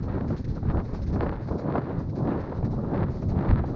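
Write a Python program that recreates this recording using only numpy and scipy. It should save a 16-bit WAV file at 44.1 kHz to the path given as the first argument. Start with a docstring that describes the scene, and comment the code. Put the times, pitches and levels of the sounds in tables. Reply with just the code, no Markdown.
"""Open wet grass, with a pony cantering over it, heard from a camera on the rider's head.
Wind on the microphone is a deep noise rumble under surging gusts, their bright edge gritty with eddies;
short flaps of turbulence and sharp, pulse-like pops break out of it.
Below, each hoof swishes through the grass as patchy noise and lands with a soft thud of decaying sines.
A faint, steady hiss of air and grass lies behind it all."""
import sys
import numpy as np
from scipy import signal
from scipy.fft import rfft, irfft
from scipy.io import wavfile
from scipy.ndimage import uniform_filter1d, map_coordinates

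SR = 44100
rng = np.random.default_rng(int(sys.argv[2]) if len(sys.argv) > 2 else 0)


def transcribe(signal):
    """Save signal, clipped to [-1, 1], as a 16-bit WAV file at the path in sys.argv[1]."""
    frames = np.atleast_2d(signal).T
    limited = np.clip(frames, -1, 1)
    pcm = np.round(limited * 32767).astype(np.int16)
    wavfile.write(sys.argv[1], SR, pcm)


def undo_db(level):
    """Turn decibels back into plain size, where 20 dB means ten times bigger."""
    steps = np.asarray(level, float) / 20
    return 10 ** steps


N = 165375  # length in samples

# In every colour below, level/dB is relative: the layer sets its own loudness afterwards.
# Colour of the steady rush of air and grass: f/Hz, level/dB
HISS_COLOUR = [(1290, -45.5), (2200, -20), (3140, -13.5), (3990, -4), (4530, -6), (6510, -14),
               (6900, -27.5), (7160, -38), (7840, -44), (10200, -81.5), (17200, -120)]
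# Course of the wind: t/s, gust level/dB before trim, bright edge level/dB over the gust before trim,
# rumble level/dB before tilt, rumble tilt/dB (positive favours its upper part)
WIND_COURSE = [(0.0, -52.5, -4, -39, 11.5), (0.05, -39, -22, -27.5, -3), (0.11, -38, -10, -28.5, 0),
               (0.19, -32.5, -17.5, -29.5, 0.5), (0.27, -41, -18.5, -29, 4), (0.34, -36.5, -18.5, -27.5, 2),
               (0.38, -48, -5, -36.5, 1), (0.408, -42.5, -30, -25, 0.5), (0.43, -62.5, 2, -39.5, 0),
               (0.47, -50.5, -12, -29, 1), (0.551, -46.5, -16, -28, -0.5), (0.581, -32, -19.5, -33.5, 0),
               (0.59, -52, -10, -28.5, 2), (0.62, -52, -12, -30.5, 3.5), (0.655, -45.5, -12, -22, -2),
               (0.675, -41.5, -16, -31.5, 7.5), (0.69, -39.5, -8, -22, -7.5),
               (0.712, -34.5, -9.5, -27, -3.5), (0.73, -34.5, -23, -30, -1),
               (0.761, -28, -25.5, -25.5, -3.5), (0.802, -33, -12, -24, 0), (0.821, -40.5, -20, -32, 4),
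               (0.869, -46.5, -21, -33, -2), (0.88, -42.5, -16, -33.5, 1), (0.94, -40.5, -17, -29, -2.5),
               (1.049, -49.5, -18, -30, -1.5), (1.17, -32.5, -26.5, -28, 3),
               (1.19, -33.5, -15, -30.5, -1.5), (1.203, -30, -23, -25, -4),
               (1.211, -32.5, -12.5, -24.5, 0.5), (1.232, -31, -9.5, -28.5, -1),
               (1.25, -31, -17.5, -28.5, -6.5), (1.35, -40, -8.5, -28.5, -1), (1.42, -45.5, -10, -30.5, -2),
               (1.501, -42, -23, -35, 0.5), (1.509, -29.5, -35, -26.5, -6), (1.53, -32, -19.5, -34, 0),
               (1.56, -35.5, -44, -33, 9), (1.58, -38.5, -23.5, -31.5, 0.5), (1.689, -30, -18.5, -33, 5),
               (1.738, -30, -17.5, -28.5, -5), (1.784, -26.5, -19.5, -31, -4),
               (1.819, -38.5, -12, -36.5, 13.5), (1.89, -36, -14, -33, -1), (1.99, -39.5, -13, -31.5, 1.5),
               (2.09, -45.5, -18.5, -34, 0), (2.12, -43.5, -39, -37, 11.5), (2.251, -31, -22, -30.5, 5.5),
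               (2.273, -29.5, -18, -30, 4.5), (2.285, -26.5, -20, -35, 0), (2.299, -30.5, -14.5, -30.5, 3),
               (2.37, -30.5, -19.5, -30.5, 4.5), (2.42, -40, -8, -35, -3.5), (2.58, -36, -21.5, -30.5, 2),
               (2.622, -46, -20, -37.5, -2.5), (2.651, -30, -19.5, -24.5, -1.5), (2.69, -39, -28, -33, 5),
               (2.75, -36.5, -26, -28.5, 3), (2.901, -36, -20.5, -29, 3), (2.94, -29, -18, -30, 4),
               (3.04, -33, -15.5, -25.5, -2), (3.056, -45, -11, -36, 8), (3.08, -39, -8.5, -31.5, 0),
               (3.14, -41.5, -24, -33, -4.5), (3.24, -41.5, -35, -29.5, 3.5), (3.33, -36, -42, -26, -4.5),
               (3.361, -32.5, -17, -27, 10), (3.42, -32, -15, -26.5, 3), (3.48, -32.5, -12, -28.5, 0),
               (3.509, -32.5, -11, -15, -3.5), (3.53, -36.5, -14, -20.5, -5),
               (3.59, -38.5, -6.5, -25.5, -2), (3.62, -43, -11, -27, -1.5), (3.74, -35, -25, -32, 1),
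               (3.75, -33, -16, -30.5, -6)]
# Colour of the low wind rumble before tilt: f/Hz, level/dB
RUMBLE_COLOUR = [(11, -42), (18, -2), (48, -4), (85, 3), (145, -1.5), (233, -7.5), (417, -19.5),
                 (454, -25.5), (500, -32), (650, -60.5), (1100, -120)]
# Colour of the body of the gusts: f/Hz, level/dB
GUST_COLOUR = [(82, -30), (140, -1), (236, -3.5), (333, -3.5), (529, -9), (571, -8), (1400, -27.5),
               (1820, -51), (3080, -120)]
# Colour of the bright edge of the gusts: f/Hz, level/dB
EDGE_COLOUR = [(500, -5), (900, -1), (1200, -6.5), (1700, -6.5), (2300, -17.5), (3100, -27), (4200, -25.5),
               (5300, -38), (6500, -47), (7600, -71.5)]
# Short flaps of air on the microphone port: t/s, level/dB before trim and envelope
FLAP_EVENTS = [(0.303, -21), (0.326, -30), (0.578, -44), (0.627, -27.5), (0.651, -26.5), (0.695, -29),
               (0.889, -29.5), (0.944, -26), (1.133, -28), (1.157, -18), (1.215, -30), (1.229, -18.5),
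               (1.262, -16), (1.322, -18.5), (1.404, -34), (1.484, -23.5), (1.512, -34), (1.593, -25),
               (1.753, -11), (1.903, -23), (2.003, -24.5), (2.271, -23), (2.466, -33), (2.52, -19),
               (2.626, -23.5), (2.645, -32), (2.727, -34), (2.787, -47), (2.852, -42), (2.907, -28),
               (3.223, -24.5), (3.315, -24.5), (3.356, -30), (3.388, -22), (3.449, -29), (3.533, -20.5),
               (3.591, -18), (3.638, -20)]
# Colour of a flap: f/Hz, level/dB
FLAP_COLOUR = [(200, -22), (400, 2.5), (900, -2.5), (1700, -18), (2600, -32.5), (4200, -47), (6500, -58),
               (7600, -90)]
# Strongest jolts of the wind: t/s, peak level/dB before trim
POP_EVENTS = [(0.0947, -43), (0.182, -45), (0.21, -35.5), (0.7015, -36), (0.711, -38), (0.7725, -35.5),
              (0.794, -46), (0.8005, -43), (1.208, -24.5), (1.2935, -29), (1.3294, -41), (1.724, -33),
              (1.739, -43), (1.758, -35), (1.7815, -32), (1.818, -43), (2.2751, -35.5), (2.2908, -41),
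              (2.325, -56), (2.943, -36), (2.961, -35.5), (2.971, -44), (2.978, -35), (3.017, -42),
              (3.031, -32), (3.037, -33), (3.048, -44), (3.3905, -36), (3.426, -40), (3.4535, -42),
              (3.486, -35.5), (3.491, -33), (3.5085, -30), (3.512, -26.5), (3.5321, -32), (3.5593, -33)]
# Colour of a pop: f/Hz, level/dB
POP_COLOUR = [(200, -19), (600, 11.5), (1800, 1), (3000, -14), (4500, -18.5), (5500, -33.5), (6500, -57.5),
              (8000, -100)]
# Hooves in the grass: t/s, swish level/dB before trim and envelope, swish fade time/s,
# thud level/dB over the untrimmed swish
HOOF_EVENTS = [(0.0224, -47, 0.02, 25), (0.273, -48.5, 0.039, 7.5), (0.362, -43.5, 0.026, 8),
               (0.4414, -38, 0.0083, 14), (0.474, -49, 0.041, 22), (0.544, -52.5, 0.029, 24),
               (0.835, -53, 0.065, 8), (0.93, -47, 0.036, 30.5), (1.0166, -40.5, 0.013, 19.5),
               (1.061, -45.5, 0.031, 11), (1.123, -49, 0.029, 23), (1.409, -55, 0.059, 17),
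               (1.465, -56.5, 0.081, 8), (1.577, -46, 0.022, 7), (1.98, -54.5, 0.041, 31),
               (2.088, -47.5, 0.013, 26), (2.149, -49.5, 0.038, 6), (2.4, -44, 0.012, 19),
               (2.5416, -52.5, 0.037, 15), (2.6425, -42.5, 0.015, 16), (2.7033, -50, 0.033, 30.5),
               (3.093, -53, 0.058, 28), (3.139, -57.5, 0.092, 16), (3.215, -46, 0.013, 19),
               (3.282, -45, 0.023, 25.5), (3.653, -52.5, 0.064, 9)]
# Colour of the wet blades: f/Hz, level/dB
GRASS_COLOUR = [(900, -50), (1500, 7.5), (2200, 3.5), (3100, -8), (4200, 2), (5500, -2.5), (6600, -9),
                (7600, -23.5), (8500, -77)]
# Modes of the soft turf, before each hoof's scatter: f/Hz, level/dB, time to fall by 60 dB/s
TURF_MODES = [(107, 5.5, 0.035), (249, 1.5, 0.022), (480, -15.5, 0.09)]


def unit(x):
    """x at rms 1."""
    return x / np.sqrt(np.mean(x ** 2) + 1e-20)


def gains(points, size):
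    """Gain of (f/Hz, level/dB) points on an FFT grid, joined by lines over log frequency."""
    hz, db = np.transpose(points)
    grid_hz = np.fft.rfftfreq(size, 1 / SR)
    return undo_db(np.interp(np.log(grid_hz + 1), np.log(hz + 1), db, left=-100, right=-120))


def coloured(x, points):
    """x through a causal minimum-phase filter with the given spectrum."""
    size = 8192
    # folding the cepstrum forward in time makes the phase minimal
    cepstrum = irfft(np.log(gains(points, size)))
    cepstrum[1:size // 2] *= 2
    cepstrum[size // 2 + 1:] = 0
    response = irfft(np.exp(rfft(cepstrum)))
    return signal.fftconvolve(x, response)[:N]


def wobble(rate):
    """A smooth random curve with rate knots a second."""
    knots = rng.standard_normal(int(N * rate / SR) + 4)
    return map_coordinates(knots, [np.arange(N) * rate / SR])


def grains(per_s, spread_db):
    """Random impulses of either sign, mostly small, a few large; rms 1."""
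    present = rng.random(N) < per_s / SR
    size = np.minimum(rng.exponential(size=N), 3)
    sign = rng.choice([-1, 1], N)
    return unit(present * sign * undo_db(spread_db * size))


def puffs(x, life_s):
    """Each impulse of x becomes a short, decaying burst of noise; rms 1."""
    decay = np.exp(-np.arange(SR // 50) / SR / life_s)
    power = signal.fftconvolve(x ** 2, decay)[:N]
    return unit(np.sqrt(np.abs(power)) * rng.standard_normal(N))


def patchy(x):
    """Random patches of gain over time and pitch, as in uneven air or grass; rms 1."""
    depth_db = 1.6
    z = signal.stft(x, nperseg=256)[2]
    field = rng.standard_normal(z.shape)
    field = uniform_filter1d(field, size=5, axis=0)  # across pitch
    field = uniform_filter1d(field, size=7, axis=1)  # across time
    return unit(signal.istft(z * undo_db(depth_db * unit(field)), nperseg=256)[1][:N])


def impulses(rows, points):
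    """One short pulse of the given colour and peak level, of either sign, for each (t/s, level/dB) row."""
    s, db = np.transpose(rows)
    sign = rng.choice([-1, 1], len(s))
    clicks = np.bincount(np.round(s * SR).astype(int), undo_db(db) * sign, N)
    single_click = np.eye(1, N)[0]
    return coloured(clicks, points) / np.abs(coloured(single_click, points)).max()


def hiss():
    """A steady noise rush of air and grass that wavers a little."""
    level_db = -73.5 + 1.8 * wobble(8.4)
    return undo_db(level_db) * unit(coloured(rng.standard_normal(N), HISS_COLOUR))


def wind_curves():
    """Gust, edge, rumble and tilt in dB, gliding between the points of the wind's course."""
    s, *columns = np.transpose(WIND_COURSE)
    return [np.interp(np.arange(N) / SR, s, column) for column in columns]


def rumble(rumble_db, tilt_db):
    """Low, uneven wind noise that leans to either side of a pivot pitch."""
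    lumps_db, pivot_hz = 2.5, 95
    lumpy = rng.standard_normal(N) * undo_db(lumps_db * wobble(12))
    whole = unit(coloured(lumpy, RUMBLE_COLOUR))
    lowpass = signal.butter(2, pivot_hz, fs=SR, output="sos")
    deep = signal.sosfiltfilt(lowpass, whole)
    tilted = undo_db(-tilt_db) * deep + undo_db(tilt_db) * (whole - deep)
    return undo_db(rumble_db) * tilted


def gusts(gust_db, edge_db):
    """Lumpy noise and small pressure jolts; the body and the bright edge share the same stir."""
    eddies_per_s, eddy_life_s, eddy_share = 450, 0.0008, 0.45  # share of the power
    spread_db, crackle_per_s, lumps_db = 3, 400, 1.3
    body_trim_db, edge_trim_db = 2, 2
    eddies = puffs(grains(eddies_per_s, spread_db), eddy_life_s)
    stir = np.sqrt(1 - eddy_share) * rng.standard_normal(N) + np.sqrt(eddy_share) * eddies
    stir = patchy(stir * undo_db(lumps_db * wobble(45)))
    crisp = stir + grains(crackle_per_s, spread_db)  # dry ticks, as strong as the stir
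    body = undo_db(body_trim_db) * unit(coloured(stir, GUST_COLOUR))
    edge = undo_db(edge_db + edge_trim_db) * unit(coloured(crisp, EDGE_COLOUR))
    return undo_db(gust_db) * (body + edge)


def flaps():
    """Quick bursts of turbulence on the microphone port, each a rise and a fall."""
    trim_db, rise_s, fall_s = -4.5, 0.0029, 0.0065
    s, db = np.transpose(FLAP_EVENTS)
    t = np.arange(SR // 10) / SR
    starts = np.bincount(np.round(s * SR).astype(int), undo_db(db + trim_db), N)
    envelope = (1 - np.exp(-t / rise_s)) * np.exp(-t / fall_s)
    swell = signal.fftconvolve(starts, envelope)[:N]
    return swell * unit(coloured(rng.standard_normal(N), FLAP_COLOUR))


def pops():
    """The wind's strongest jolts, each a single short pressure pulse."""
    return undo_db(5) * impulses(POP_EVENTS, POP_COLOUR)


def wind():
    """Air on the microphone: rumble and gusts, broken by flaps and pops."""
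    gust_db, edge_db, rumble_db, tilt_db = wind_curves()
    return rumble(rumble_db, tilt_db) + gusts(gust_db, edge_db) + pops() + flaps()


def swish_envelope(t, fade_s):
    """The brush of one hoof: a soft onset, then a fade as the blades let go."""
    rise_s, fade_steepness = 0.012, 1.04
    return (1 - np.exp(-t / rise_s)) * np.exp(-(t / fade_s) ** fade_steepness)


def thud(t, scatter):
    """Soft turf as a few decaying sines, each hoof scattering their level and pitch."""
    rise_s = 0.0026
    ring = np.zeros(len(t))
    for (hz, db, t60), r in zip(TURF_MODES, scatter):
        decay = undo_db(db + 2 * r - 60 * t / t60)
        ring += decay * np.sin(2 * np.pi * hz * (1 + 0.14 * r) * t)
    return ring * (1 - np.exp(-t / rise_s))


def hooves():
    """Each hoof brushes many wet blades, heard as grainy noise, and the turf gives a dull thud."""
    swish_trim_db, blades_per_s, blade_spread_db = -3, 3400, 5
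    t = np.arange(SR // 4) / SR
    brush, turf = np.zeros(N + SR), np.zeros(N + SR)  # room for the last tail
    scatters = rng.standard_normal((len(HOOF_EVENTS), len(TURF_MODES)))
    for (s, db, fade_s, thud_db), scatter in zip(HOOF_EVENTS, scatters):
        span = slice(round(s * SR), round(s * SR) + len(t))
        brush[span] += undo_db(db + swish_trim_db) * swish_envelope(t, fade_s)
        turf[span] += undo_db(db + thud_db) * thud(t, scatter)
    rustle = rng.standard_normal(N) + 1.1 * grains(blades_per_s, blade_spread_db)
    blades = patchy(coloured(rustle, GRASS_COLOUR))
    return brush[:N] * blades + turf[:N]


def scene():
    """Hiss, wind and hooves at one microphone."""
    return (hiss() + wind() + hooves())[None]


def top_cut(x):
    """Nothing passes above the cut-off."""
    return signal.sosfilt(signal.butter(12, 7990, fs=SR, output="sos"), x)


def record(dry):
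    """The heaviest swings are softly squashed towards a ceiling."""
    ceiling = undo_db(-9)
    squashed = dry / (1 + np.abs(dry / ceiling) ** 3) ** (1 / 3)
    return top_cut(squashed)


dry = scene()
out = record(dry)
transcribe(out)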